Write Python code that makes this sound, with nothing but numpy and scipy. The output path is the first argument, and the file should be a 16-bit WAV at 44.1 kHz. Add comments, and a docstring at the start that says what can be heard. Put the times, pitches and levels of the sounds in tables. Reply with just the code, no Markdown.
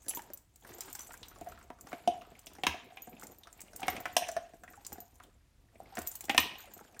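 """In a small room, on a taut fabric cot, a dog gnaws a hollow bone up close.
Each tooth contact layers a wet pop, a dry crunch, a cavity ring and a jaw thud; crumbs add tiny blips.
Shaped noise rubs as jaw, teeth and fur, while collar tags tick and ring as decaying sines.
The cot booms and groans low; contacts and metal echo in the room over a steady rumble and hiss."""
import sys
import numpy as np
from scipy import signal
from scipy.fft import rfft, irfft, next_fast_len
from scipy.io import wavfile
from scipy.ndimage import uniform_filter1d, map_coordinates

SR = 44100
rng = np.random.default_rng(int(sys.argv[2]) if len(sys.argv) > 2 else 0)


def unload_audio(sound):
    """Save the sound as a 16-bit wav file, at the path given as the first command line argument."""
    columns = np.transpose(np.atleast_2d(sound))
    # keep every value between -1 and 1, then stretch to whole-number steps
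    steps = np.round(np.clip(columns, -1, 1) * 32767)
    wavfile.write(sys.argv[1], SR, steps.astype(np.int16))


N = 308700  # samples, 7 s


def amp(db):
    """Decibels to gain."""
    return 10 ** (np.asarray(db) / 20)


def unit(x):
    """Scaled to rms 1."""
    return x / np.sqrt(np.mean(x ** 2, axis=-1, keepdims=True) + 1e-20)


def top(rows):
    """Each row scaled to peak 1."""
    return rows / np.abs(rows).max(axis=1, keepdims=True)


def along(points, hz):
    """(frequency, value) points read on a log frequency axis."""
    f, v = np.transpose(points)
    return np.interp(np.log(hz + 1), np.log(f + 1), v)


def filtered(x, response):
    """x shaped by a complex response of frequency, padded so its tail does not wrap."""
    n = x.shape[-1]
    m = next_fast_len(n + 4096)
    return irfft(rfft(x, m) * response(np.fft.rfftfreq(m, 1 / SR)), m)[..., :n]


def peak(f, hz, width_hz):
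    """A causal resonance of top gain 1."""
    return 1j * f * width_hz / (hz * hz - f * f + 1j * f * width_hz)


def place(times, rows):
    """Each row starts at its time; overlaps add."""
    at = np.round(times * SR).astype(int)[:, None] + np.arange(rows.shape[1])
    return np.bincount(at.ravel(), rows.ravel(), N + rows.shape[1])[:N]


def wobble(rate):
    """A smooth random curve, rate knots a second."""
    return map_coordinates(rng.standard_normal(N // 100), [np.arange(N) * rate / SR])


# Spectrum of room air and microphone hiss: (frequency [Hz], level per Hz [dB])
HOUSE_SPECTRUM = [(13, -42), (36, -6), (81, -7.5), (123, -14), (162, -22), (181, -21.5), (351, -27),
                  (438, -37.5), (476, -36), (2250, -37.5), (2650, -38), (12500, -46), (16500, -58.5)]
HOUSE_DB = -66  # rms before its slow wobble


def house():
    """Low rumble and hiss: shaped noise whose level drifts a little."""
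    noise = filtered(rng.standard_normal(N), lambda f: amp(along(HOUSE_SPECTRUM, f)))
    return amp(HOUSE_DB + 1.7 * wobble(2.5)) * unit(noise)


# Reverberation of the small room: (frequency [Hz], time to fall 60 dB [s])
ROOM_DECAY = [(150, 0.2), (700, 0.43), (3000, 0.42), (8000, 0.35), (16000, 0.25)]


def room(x):
    """Near walls answer first, then each frequency dies at its own speed.

    The echo tail is redrawn at random every quarter second.
    """
    wet, step = np.zeros(N + SR), SR // 4
    for start in range(0, N, step):
        hz, t, z = signal.stft(rng.standard_normal(SR // 2), SR, nperseg=256)
        fade = amp(-60 * t / along(ROOM_DECAY, hz)[:, None])
        tail = signal.istft(z * fade, SR, nperseg=256)[1]
        tail *= 1 + 2.0 * np.exp(-np.arange(len(tail)) / (0.0079 * SR))  # stronger early echoes
        echo = signal.fftconvolve(x[start:start + step], tail / np.linalg.norm(tail))
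        wet[start + 150:][:len(echo)] += echo  # first echo after 150 samples
    return wet[:N]


# Low cot booms after hard cracks: (time [s], level before a 5.5 dB lift [dB])
COT_BOOMS = [(1.498, -54), (2.077, -53.5), (2.681, -40), (3.884, -47), (4.913, -53), (5.999, -46.5),
             (6.382, -41)]


def cot():
    """The taut fabric drums low after a hard crack: a softly starting, decaying sine."""
    s, db = np.array(COT_BOOMS).T[:, :, None]
    t = np.arange(SR // 4) / SR
    drum = np.sin(2 * np.pi * 78 * t) * amp(-60 * t / 0.18) * (1 - np.exp(-t / 0.014))
    return place(s[:, 0], amp(db + 5.5) * drum)


# Fabric groans under the jaw: (time [s], length [s], pitch [Hz], level before the swell [dB])
COT_GROANS = [(0.691, 0.098, 356, -59), (0.817, 0.072, 377, -62)]


def groan():
    """Stretching fabric gives a low, slightly unsteady tone: narrow noise that swells and fades."""
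    s, length, hz, db = np.array(COT_GROANS).T[:, :, None]
    t = np.arange(SR // 4) / SR
    noise = rng.standard_normal((len(s), len(t)))
    tone = unit(filtered(noise, lambda f: peak(f, hz, 37) ** 2))
    swell = np.sqrt(np.clip(np.sin(np.pi * np.minimum(t / length, 1)), 0, 1))
    return place(s[:, 0], amp(db) * tone * swell)


def rub(spectrum, slips_per_s, slip_db, patchy_db):
    """Patchy friction noise broken by tiny slips of uneven size, rms 1."""
    z = signal.stft(rng.standard_normal(N), nperseg=256)[2]
    field = uniform_filter1d(uniform_filter1d(rng.standard_normal(z.shape), 7, 0), 10, 1)
    noise = signal.istft(z * amp(patchy_db * field / field.std()), nperseg=256)[1][:N]
    slips = (rng.random(N) < slips_per_s / SR) * amp(slip_db * rng.random(N))
    slips = signal.lfilter([1], [1, -np.exp(-1 / (0.0041 * SR))], slips)  # each slip dies in a few ms
    return unit(filtered(noise * (1 + slips), lambda f: amp(along(spectrum, f))))


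DIP_HZ, DIP_WIDTH_HZ, DIP_DEPTH = 1404, 570, .75


def dip(f):
    """A fixed dip near 1.4 kHz."""
    return 1 - DIP_DEPTH * peak(f, DIP_HZ, DIP_WIDTH_HZ)


UPPER_DIP_HZ, UPPER_DIP_WIDTH_HZ, UPPER_DIP_DEPTH = 4620, 1800, 0.49


def upper_dip(f):
    """A fixed, wider and shallower dip near 4.6 kHz."""
    return 1 - UPPER_DIP_DEPTH * peak(f, UPPER_DIP_HZ, UPPER_DIP_WIDTH_HZ)


# Gnawing effort: (time [s], rubbing level [dB], fur and collar level before the tag buzz [dB])
GNAWING_EFFORT = [(0, -75.5, -71), (.13, -58, -58), (.3, -68, -79), (.5, -84.5, -80), (.62, -74.5, -70),
                  (.68, -57.5, -64), (1, -66, -55), (1.35, -64, -71), (1.5, -60, -70), (1.75, -77, -80),
                  (1.9, -61, -63.5), (2.3, -65, -73.5), (3.1, -64.5, -70), (3.25, -58.5, -66),
                  (3.4, -66.5, -72), (3.75, -64, -69), (3.88, -46, -65), (4.1, -61.5, -67.5),
                  (4.6, -74, -72), (4.95, -62.5, -69), (5.13, -74.5, -76), (5.25, -66, -74.5),
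                  (5.38, -85, -92.5), (5.71, -79.5, -89), (5.75, -70.5, -76), (6, -59.5, -68.5),
                  (6.13, -66.5, -49), (6.3, -71, -73), (6.75, -66, -66.5), (7, -62.5, -72.5)]
DRAG_DB, DRAG_T60_S = -34.5, 0.65  # skid after a crack: start relative to the contact level, fade


def chewing():
    """Effort, skid and fur gain for each sample; every listed crack leaves the teeth skidding."""
    s, *cols = np.transpose(GNAWING_EFFORT)
    effort_db, fur_db = (np.interp(np.arange(N) / SR, s, c) for c in cols)
    bites = np.array(TOOTH_CONTACTS)
    fade_db = -60 * np.arange(SR // 2) / SR / DRAG_T60_S
    skid_power = place(bites[:, 0], amp(bites[:, 1:2] + DRAG_DB + fade_db) ** 2)
    return amp(effort_db), np.sqrt(skid_power), amp(fur_db)


# Balance of teeth: (time [s], level over the effort before grip changes [dB])
TEETH_BALANCE = [(0, -2.5), (.7, -2), (1, 5), (1.4, -4.5), (2, -4.5), (3, -6.5), (3.6, -7), (4.4, -2),
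                 (5, -5.5), (5.8, -6), (6.5, 8.5), (7, -10.5)]
# Jaw on fabric, spectrum: (frequency [Hz], level per Hz [dB])
FABRIC_SPECTRUM = [(59, -38.5), (100, -10), (305, -3.5), (352, -6), (485, -7), (730, -16), (1400, -32.5),
                   (1820, -59), (3080, -120)]
# Teeth scraping bone, spectrum: (frequency [Hz], level per Hz [dB])
SCRAPE_SPECTRUM = [(530, -16.5), (900, -0.5), (1160, -7), (2040, -9.5), (4870, -13.5), (5500, -17.5),
                   (7150, -43), (12100, -120)]
# Fur and collar, spectrum: (frequency [Hz], level per Hz [dB])
FUR_SPECTRUM = [(2650, -42.5), (4500, -18), (6950, 5), (11400, -8), (12400, -1.5), (16000, -9.5),
                (16500, -31)]
GRIP_DB, GRIPS_PER_S = 1.5, 7  # depth and knot rate of the changing grip
JAW_DRAG_DB = -5  # share of the skid that reaches the fabric through the jaw
SKID_HZ, SKID_WIDTH_HZ = 2500, 3600  # the skid rattles the stiff wall of the bone
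BUZZ_DB, BUZZ_WIDTH_HZ = 6, 40  # the rubbing collar hums in the round tag's main mode


def gnawing():
    """Friction noise of jaw, teeth and fur; the jaw's rubbing also sounds the bone's cavity."""
    effort, skid, fur_gain = chewing()
    grip_db = GRIP_DB * wobble(GRIPS_PER_S)  # the load shifts between jaw and teeth
    teeth_db = np.interp(np.arange(N) / SR, *np.transpose(TEETH_BALANCE)) - grip_db
    jaw = rub(FABRIC_SPECTRUM, slips_per_s=17, slip_db=3.5, patchy_db=3.5)
    jaw = unit(filtered(jaw, lambda f: 1 + 2.0 * peak(f, 710, 120)))  # cavity
    teeth = rub(SCRAPE_SPECTRUM, slips_per_s=54, slip_db=7.5, patchy_db=-0.5)
    rattle = rub(SCRAPE_SPECTRUM, slips_per_s=65, slip_db=2, patchy_db=4.0)
    colour = lambda f: dip(f) * upper_dip(f) * (0.25 + peak(f, SKID_HZ, SKID_WIDTH_HZ) ** 2)
    rattle = unit(filtered(rattle, colour))
    fur = rub(FUR_SPECTRUM, slips_per_s=60, slip_db=13.0, patchy_db=5.5)
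    tag_hz = ROUND_TAG_MODES[1][0]
    fur = filtered(fur, lambda f: 1 + amp(BUZZ_DB) * peak(f, tag_hz, BUZZ_WIDTH_HZ))
    jaw_gain = np.hypot(effort * amp(grip_db), skid * amp(JAW_DRAG_DB))
    return jaw_gain * jaw + effort * amp(teeth_db) * teeth + skid * rattle + fur_gain * fur


# The round tag swings against another piece:
# (time [s], tick peak [dB], round tag level [dB], other piece [name], its ring level [dB])
TAG_CONTACTS = [(.02, -49, -83, "clasp", -81.5), (.048, -56, -72, "clasp", -71),
                (.084, -36.5, -53, "wide", -34), (0.094, -26.5, -80, "wide", -31),
                (0.105, -29, -68, "ring", -63), (.149, -35, -42, "clasp", -53),
                (.158, -38.5, -45.5, "wide", -71), (0.172, -31.5, -80, "ring", -48.5),
                (0.22, -37.5, -73, "ring", -73), (.264, -55, -73, "ring", -80),
                (0.335, -41, -84, "ring", -43.5), (.374, -37, -69, "ring", -66.5),
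                (0.559, -43, -79, "ring", -72.5), (.674, -46, -59.5, "ring", -72.5),
                (.693, -58, -60, "ring", -80), (.747, -62, -56.5, "clasp", -79),
                (.784, -40.5, -59.5, "ring", -71.5), (.807, -27.5, -50, "wide", -51),
                (.858, -58, -57, "clasp", -74), (.901, -62, -53.5, "ring", -70),
                (.929, -31, -52, "ring", -49.5), (.953, -29.5, -52.5, "ring", -52),
                (0.993, -34, -69, "clasp", -50), (1.007, -51, -68, "clasp", -48),
                (1.046, -53, -74, "clasp", -69), (1.133, -41, -56.5, "wide", -57),
                (1.175, -44.5, -78, "wide", -75), (1.284, -40.5, -57, "clasp", -59.5),
                (1.386, -45, -78, "ring", -78), (1.411, -40.5, -75, "ring", -66.5),
                (1.445, -48, -82, "ring", -80), (1.488, -48.5, -60, "clasp", -63.5),
                (1.519, -46, -82, "ring", -82), (1.589, -51, -73, "ring", -75),
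                (1.628, -50, -84, "wide", -77), (1.81, -33.5, -63, "ring", -55),
                (2.392, -40, -68.5, "clasp", -71), (2.461, -38.5, -59.5, "ring", -61.5),
                (2.534, -48, -65, "ring", -75.5), (2.96, -61.5, -64.5, "ring", -80),
                (3.021, -46.5, -45.5, "ring", -63), (3.058, -53, -73, "ring", -75.5),
                (3.096, -56, -59, "ring", -78.5), (3.197, -38.5, -77, "wide", -77),
                (3.213, -41.5, -60.5, "ring", -64.5), (3.236, -39.5, -55, "ring", -64),
                (3.269, -37.5, -69.5, "wide", -61), (3.319, -52, -58.5, "ring", -76.5),
                (3.385, -54.5, -58, "ring", -70), (3.528, -39, -73, "clasp", -78),
                (3.606, -35, -76, "wide", -76), (3.616, -32, -77, "wide", -74),
                (3.762, -32, -65, "ring", -46), (3.804, -34.5, -75, "ring", -63.5),
                (3.869, -48, -54.5, "clasp", -64.5), (3.901, -41, -43, "ring", -59),
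                (4.004, -39, -68.5, "ring", -50), (4.13, -71, -59.5, "ring", -79.5),
                (4.18, -28.5, -44.5, "clasp", -84), (4.284, -35, -67, "clasp", -57),
                (4.316, -34, -74, "clasp", -56), (4.636, -43.5, -85, "ring", -75.5),
                (4.703, -59, -61, "ring", -70), (4.849, -41.5, -80, "clasp", -63),
                (4.866, -28.5, -66.5, "ring", -54), (4.928, -33, -47.5, "ring", -62.5),
                (5.004, -44.5, -47, "ring", -56), (5.156, -50.5, -74, "wide", -72),
                (5.236, -47, -72, "ring", -69), (5.803, -52, -77, "wide", -76),
                (5.953, -37.5, -71, "ring", -62.5), (5.989, -29, -57, "ring", -51.5),
                (6.018, -35, -53.5, "clasp", -71.5), (6.073, -27.5, -35, "ring", -39.5),
                (6.116, -32, -83, "wide", -58), (6.154, -30, -66, "ring", -46),
                (6.208, -27, -71, "wide", -53.5), (6.242, -38, -63, "ring", -57),
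                (6.253, -33.5, -62.5, "wide", -67), (6.31, -38, -49, "ring", -60),
                (6.367, -46.5, -51, "ring", -58), (6.402, -34.5, -38.5, "ring", -39.5),
                (6.584, -48, -54, "ring", -63), (6.605, -46.5, -55, "clasp", -68),
                (6.737, -41.5, -53.5, "ring", -62), (6.993, -29.5, -66.5, "wide", -70)]
# Tick spectrum: (frequency [Hz], relative level per Hz [dB])
TICK_SPECTRUM = [(3000, -18.5), (5500, -10.5), (7500, 3), (9500, -8.5), (13000, -11), (16000, -6.5)]
# Ringing modes of the four pieces: (frequency [Hz], relative level [dB], 60 dB decay before muting [s])
CLASP_MODES = [(6040, 7.5, 0.052), (6130, 0.5, 0.05)]
WIDE_TAG_MODES = [(7420, -2.5, 0.04), (8000, -7.5, 0.049), (10300, 0, 0.074), (11300, -14.5, 0.1)]
SPLIT_RING_MODES = [(14370, 6, .05), (14680, 0.5, .05)]
ROUND_TAG_MODES = [(6770, -6.5, 0.07), (12067, 6.5, 0.092), (12200, -15.5, 0.043)]
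# How each piece rings along when a neighbour is struck: piece [name] to level under the struck one [dB]
SYMPATHY = {"clasp": -17.5, "wide": -9.5, "ring": -10}


def tags():
    """Each contact ticks, rings the round tag and the piece it meets, and stirs the other pieces."""
    s, tick_db, round_db, other, other_db = (np.array(c)[:, None] for c in zip(*TAG_CONTACTS))
    t = np.arange(SR // 6) / SR
    tick = rng.standard_normal((len(s), len(t))) * amp(-60 * t / 0.022)
    tick = filtered(tick, lambda f: amp(along(TICK_SPECTRUM, f)))
    rows = amp(tick_db) * top(tick)
    muted = np.exp(-(t / 0.042) ** 2)  # the swinging metal soon lands on fur again
    levels = [other_db + (other != name) * db for name, db in SYMPATHY.items()] + [round_db]
    pieces = (CLASP_MODES, WIDE_TAG_MODES, SPLIT_RING_MODES, ROUND_TAG_MODES)
    for db, modes in zip(levels, pieces):
        for hz, mode_db, t60 in modes:
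            luck = rng.standard_normal((len(s), 2))  # each strike varies level and pitch slightly
            gain = amp(db + mode_db + 1.4 * luck[:, :1] - 60 * t / t60)
            rows += muted * gain * np.sin(2 * np.pi * hz * (1 + 0.00029 * luck[:, 1:]) * t)
    return place(s[:, 0], rows)


GRIT_PER_S, GRIT_DB = 110, 3.5  # rate; least level over the effort
GRIT_HZ, GRIT_CYCLES = 1238, 4  # middle pitch; cycles to fall 30 dB


def grit():
    """Wet crumbs burst between the teeth: short rising blips at chance times, scaled by the effort."""
    luck = rng.random((round(GRIT_PER_S * N / SR), 3))
    s = luck[:, :1] * N / SR
    hz = GRIT_HZ * np.exp(1.3 * (luck[:, 1:2] - .5))
    effort_db = np.interp(s, *np.transpose(GNAWING_EFFORT)[:2])
    db = effort_db + GRIT_DB - 4 * np.log(1 - luck[:, 2:])  # a few are much louder
    cycles = hz * np.arange(SR // 50) / SR
    tone = np.sin(2 * np.pi * cycles * (1 + .015 * cycles))
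    blips = tone * amp(-30 * cycles / GRIT_CYCLES) * (1 - np.exp(-cycles))
    return place(s[:, 0], amp(db) * blips)


NIBBLES_PER_S, NIBBLE_DB = 4, 13  # rate; mean level over the effort
NIBBLE_HZ, NIBBLE_CAVITY_HZ = 1720, 720  # middle pop and cavity pitches


def nibbles():
    """Small contacts at chance times, as strong as the effort allows, in the columns of the loud ones."""
    luck = rng.standard_normal((round(NIBBLES_PER_S * N / SR), 6))
    s = rng.random(len(luck)) * N / SR
    db = np.interp(s, *np.transpose(GNAWING_EFFORT)[:2]) + NIBBLE_DB + 3 * luck[:, 0]
    pop_hz = NIBBLE_HZ * np.exp(0.5 * luck[:, 1])
    sharp_db = -14 + 6 * luck[:, 2]
    cavity_hz = NIBBLE_CAVITY_HZ * np.exp(.08 * luck[:, 3])
    cavity_db = -10 + 4 * luck[:, 4]
    thud_db = -12 + 6 * luck[:, 5]
    return np.column_stack([s, db, pop_hz, sharp_db, cavity_hz, cavity_db, thud_db])


def snap(count, t, t60):
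    """Noise bursts of even spectrum, the raw material of pop, crunch, edge and thud."""
    fade = amp(-30 * t / t60) * (1 - np.exp(-t / 0.0004))
    z = rfft(rng.standard_normal((count, len(t))) * fade ** 2)
    return irfft(z / np.abs(z), len(t)) * fade ** 0.28  # flattened, then faded gently


def wall_modes(rows):
    """Response of a set of bone modes, alternating in sign."""
    return lambda f: sum((-1) ** k * amp(g) * peak(f, c, w) for k, (c, w, g) in enumerate(rows))


# Tooth contacts; the last three levels are relative to the contact, the cavity's before a 1.47 gain:
# (time [s], contact level [dB], pop pitch [Hz], sharp edge level [dB],
#  cavity pitch [Hz], cavity level [dB], jaw thud level [dB])
TOOTH_CONTACTS = [(.063, -51.5, 1630, 2, 552, -8.5, 4), (.082, -35, 4400, -11, 593, -16, -9.5),
                  (.109, -34.5, 2740, -2, 756, -13, -25), (0.136, -38, 1660, -18, 890, -20, -14),
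                  (.171, -38, 3100, -11, 945, 2.5, 0), (.192, -42, 1640, -5, 857, 1.5, -15),
                  (.301, -50, 1460, -2.5, 570, 3.5, 5), (.648, -45, 1550, -10, 1000, -9, -14),
                  (.807, -33, 4940, -4, 720, -38, -30), (.88, -44.5, 1250, -19, 590, -29, -16),
                  (0.95, -44.5, 1560, 11.5, 840, -4, -34), (.995, -43.5, 1160, -20, 890, -27, -28),
                  (1.091, -54.5, 1280, -17, 714, 7, -21), (1.107, -38.5, 1510, -27, 956, -9.5, -15),
                  (1.139, -40.5, 1580, -22, 987, -9.5, -32), (1.23, -33, 3840, -36, 716, -41, -43),
                  (1.312, -46, 1300, -19.5, 700, -10, -18), (1.413, -50, 2720, -32.5, 688, 12, 10.5),
                  (1.462, -52.5, 1490, -20, 708, 10, -12), (1.47, -47, 1530, -23, 690, 12.5, -7),
                  (1.497, -44, 1520, -18, 700, -12, -17), (1.521, -41.5, 1300, -17, 695, -9, -25),
                  (1.575, -44.5, 1300, -20, 700, -17, -25), (1.612, -44, 1250, -16, 715, -23, -15),
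                  (1.702, -39.5, 980, -31, 700, -1.5, 1.5), (1.787, -50.5, 1210, -10, 720, -16, -20),
                  (1.87, -42, 1310, -3, 806, -6, -15), (1.918, -37.5, 1270, -18, 710, -13, -18),
                  (1.929, -30, 1700, -37, 692, -2.5, -7), (2.075, -25.5, 2955, -7, 702, 11, -4),
                  (2.152, -57, 1720, -22, 756, 2, -21), (2.217, -41.5, 1290, -13, 695, -13, -20),
                  (2.25, -49, 1280, -20, 740, -2, -17), (2.272, -57, 1200, -20, 423, 3, -3),
                  (2.317, -53, 1960, -19, 685, 3, 5), (2.352, -47, 2270, -15, 700, -20, -21.5),
                  (2.468, -38, 3070, -0.5, 684, -12, -12), (2.515, -53.5, 990, -18, 600, -3, 0),
                  (2.551, -49.5, 1420, 1.5, 950, -10, -17), (2.584, -47, 2040, -7, 793, 1, 2),
                  (2.635, -19, 2750, -37, 754, -7, -15), (2.649, -37, 1200, -20, 755, -15, -10),
                  (2.667, -11.5, 2800, -12, 950, -16, -18), (2.742, -44.5, 1690, -20, 698, 9, 1),
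                  (2.921, -58, 1500, -20, 720, 11.5, -15), (2.905, -55.5, 1440, -20, 700, 6, -14),
                  (2.971, -33.5, 2440, -37.5, 770, -11, -33), (3.073, -48, 1640, -27, 720, 4.5, 4),
                  (3.129, -48.5, 2320, -21, 810, -6, 3.5), (3.167, -48, 2630, -23, 725, -24, -22),
                  (3.231, -46.5, 2000, 2, 835, 1, 0), (3.434, -42.5, 3630, -12, 680, -32, -31),
                  (3.471, -42.5, 1250, -7, 694, -9, -21), (3.593, -45.5, 2230, -25, 650, -21, -15),
                  (3.732, -50.5, 1520, 3, 640, 1, -9.5), (3.795, -50.5, 1460, 2, 793, 4.5, -4),
                  (3.818, -40.5, 1250, -6, 780, 3, -24), (3.83, -25, 2530, -25, 778, -6.5, -13),
                  (3.857, -36, 1960, -28, 785, -21, -25), (3.881, -16.5, 1920, -10, 750, -7, -15.5),
                  (3.965, -29, 2280, -11.5, 680, -11, -31), (4.005, -48, 1500, -14, 693, 9, -17),
                  (4.055, -24.5, 1660, -23.5, 721, -5, -25), (4.057, -29.5, 1260, -30, 700, -12, -20),
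                  (4.092, -52, 1680, -20.5, 720, 10, -15), (4.166, -13, 2970, -1.5, 703, -3.5, -23),
                  (4.221, -40, 1700, -8.5, 684, 10.5, -13), (4.268, -42.5, 1660, -6.5, 636, -5, -31),
                  (4.287, -34.5, 1640, 3, 677, 4.5, -30), (4.318, -50.5, 1660, -16, 684, 10, -20),
                  (4.365, -30, 1634, -6.5, 675, 6, -16), (4.535, -54.5, 1690, -2, 672, 8.5, 6.5),
                  (4.635, -41.5, 1410, -26.5, 710, -3.5, -13), (4.678, -40, 1880, -25, 710, -12, -34),
                  (4.709, -62.5, 1600, -20.5, 740, 10, -15), (4.734, -42.5, 1280, -16, 770, -14, -13),
                  (4.775, -62.5, 1620, -23, 807, 15.5, -18), (4.848, -39, 4830, -18.5, 673, -40, -19),
                  (4.92, -43.5, 1620, -3, 825, 1.5, -1), (4.956, -54, 1500, -12.5, 786, 5, -6),
                  (4.981, -50.5, 1710, -3, 715, 7.5, 8), (5.018, -60.5, 1500, -15, 715, 8, -2),
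                  (5.2, -42.5, 1266, -18, 717, -12, -18), (5.755, -52, 2200, -15.5, 652, -2, -2.5),
                  (5.82, -54.5, 1410, -12, 797, 0, -1), (5.857, -52, 2120, -16, 700, -18, -16),
                  (5.898, -59.5, 1200, -15, 594, -7, -6), (5.923, -58, 1540, -2, 785, 11, -21),
                  (5.953, -48.5, 1420, 0, 799, -22, -25), (5.97, -27.5, 1970, -11.5, 687, -7.5, -11),
                  (5.981, -31, 1464, -9, 705, 1, -4), (6.207, -50, 2080, -5, 670, -1.5, -16),
                  (6.24, -49, 3220, 1, 814, -1.5, 3), (6.283, -41.5, 1960, -27, 680, -4, -1),
                  (6.295, -15.5, 2570, -28, 791, -8, -13.5), (6.346, -21.5, 1930, -18.5, 708, -3, -15),
                  (6.378, -5, 2680, -7.5, 975, -12.5, -23.5), (6.555, -35, 2910, -34, 765, -11.5, -38),
                  (6.595, -46, 1340, -20, 700, -20, -25), (6.642, -55.5, 2200, -20, 750, 6, -20),
                  (6.674, -58, 1300, -20, 560, 5.5, -8), (6.765, -54, 1320, -15, 734, 4, 6),
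                  (6.791, -45.5, 1300, -9, 720, -19, -16), (6.81, -53, 1380, -8, 840, 4, 7),
                  (6.945, -55, 2420, -2, 676, 1.5, -3)]
# Bone wall, three crunch modes then the sharp edge: (frequency [Hz], width [Hz], relative level [dB])
BONE_MODES = [(973, 150, 6), (1800, 970, 3.5), (2730, 340, -27.5), (5550, 1200, 4.5), (6400, 1200, 2.5),
              (8900, 1600, -2.5), (13200, 2600, -21)]
CRUNCH_DB, CRUNCH_DULL_DB_PER_OCT = -10.5, -6.5  # crunch under the crack; change as the pop pitch rises
CRUNCH_GROWS = 0.27  # crunch dB gained per dB of crack
POP_WIDTH, POP_WIDENS = 0.43, 0.15  # width over pitch for a mean crack; dB wider per dB of crack
# A freer cavity rings longer: FREE_DB more ring doubles its rise and decay
CAVITY_T60_S, CAVITY_RISE_S, FREE_DB = 0.042, .001, 31


def bone():
    """A tooth slips: a wet pop, a dry crunch in the stiff wall modes, a cavity ring, a jaw thud."""
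    contacts = np.vstack([TOOTH_CONTACTS, nibbles()])
    s, db, pop_hz, sharp_db, cavity_hz, cavity_db, thud_db = contacts.T[:, :, None]
    t = np.arange(SR // 8) / SR
    burst = lambda t60: snap(len(s), t, t60)
    tone = lambda hz: np.sin(2 * np.pi * hz * t)
    hardness_db = db - db.mean()
    # a film of saliva tears: a short tone that sags in pitch, fainter in hard cracks, inside narrow noise
    sag = np.sin(2 * np.pi * pop_hz * (.92 * t + 0.00088 * (1 - np.exp(-t / 0.0059))))
    sag *= amp(-60 * t / 0.028) * (1 - np.exp(-t / 0.00015))
    pop_width_hz = POP_WIDTH * amp(POP_WIDENS * hardness_db) * pop_hz
    pop_noise = top(filtered(burst(0.028), lambda f: upper_dip(f) * peak(f, pop_hz, pop_width_hz) ** 2))
    pop = 0.5 * amp(-.3 * hardness_db) * sag + 0.95 * pop_noise
    crunch_modes = wall_modes(BONE_MODES[:3])
    crunch = top(filtered(burst(0.017), lambda f: dip(f) * upper_dip(f) * crunch_modes(f)))
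    crunch_db = CRUNCH_DB + CRUNCH_DULL_DB_PER_OCT * np.log2(pop_hz / NIBBLE_HZ)
    crunch_db = crunch_db + CRUNCH_GROWS * hardness_db
    edge = top(filtered(burst(0.02), wall_modes(BONE_MODES[3:])))
    # the air in the marrow cavity needs a moment to start
    free = 2 ** (cavity_db / FREE_DB)
    rise = (1 - np.exp(-t / (CAVITY_RISE_S * free))) ** 2
    cavity = tone(cavity_hz) * amp(-60 * t / (CAVITY_T60_S * free)) * rise
    # the bone wall keeps both the cavity tone and the pop pitch going faintly, a little sharp
    linger = tone(1.02 * cavity_hz) + 0.45 * tone(1.02 * pop_hz)
    cavity += 0.025 * free * linger * amp(-60 * t / 0.2) * (1 - np.exp(-t / 0.0034))
    thud = top(filtered(burst(0.046), lambda f: peak(f, 284, 320) ** 2))
    rows = 0.69 * pop + amp(crunch_db) * crunch + amp(sharp_db) * edge
    rows += 1.47 * amp(cavity_db) * cavity + amp(thud_db) * thud
    return place(s[:, 0], amp(db) * rows)


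def scene():
    """Near sources, the room's answer to contacts and metal, and the background floor."""
    hits, metal = bone() + grit(), tags()
    near = hits + metal + cot() + groan() + gnawing()
    echoes = room(amp(-6.0) * hits + amp(-9) * metal)
    return (near + echoes + house())[None]


TOP_HZ = 16100


def record(dry):
    """A steep band limit: nothing passes at or above TOP_HZ."""
    return filtered(dry, lambda f: f < TOP_HZ)


dry = scene()
out = record(dry)
unload_audio(out)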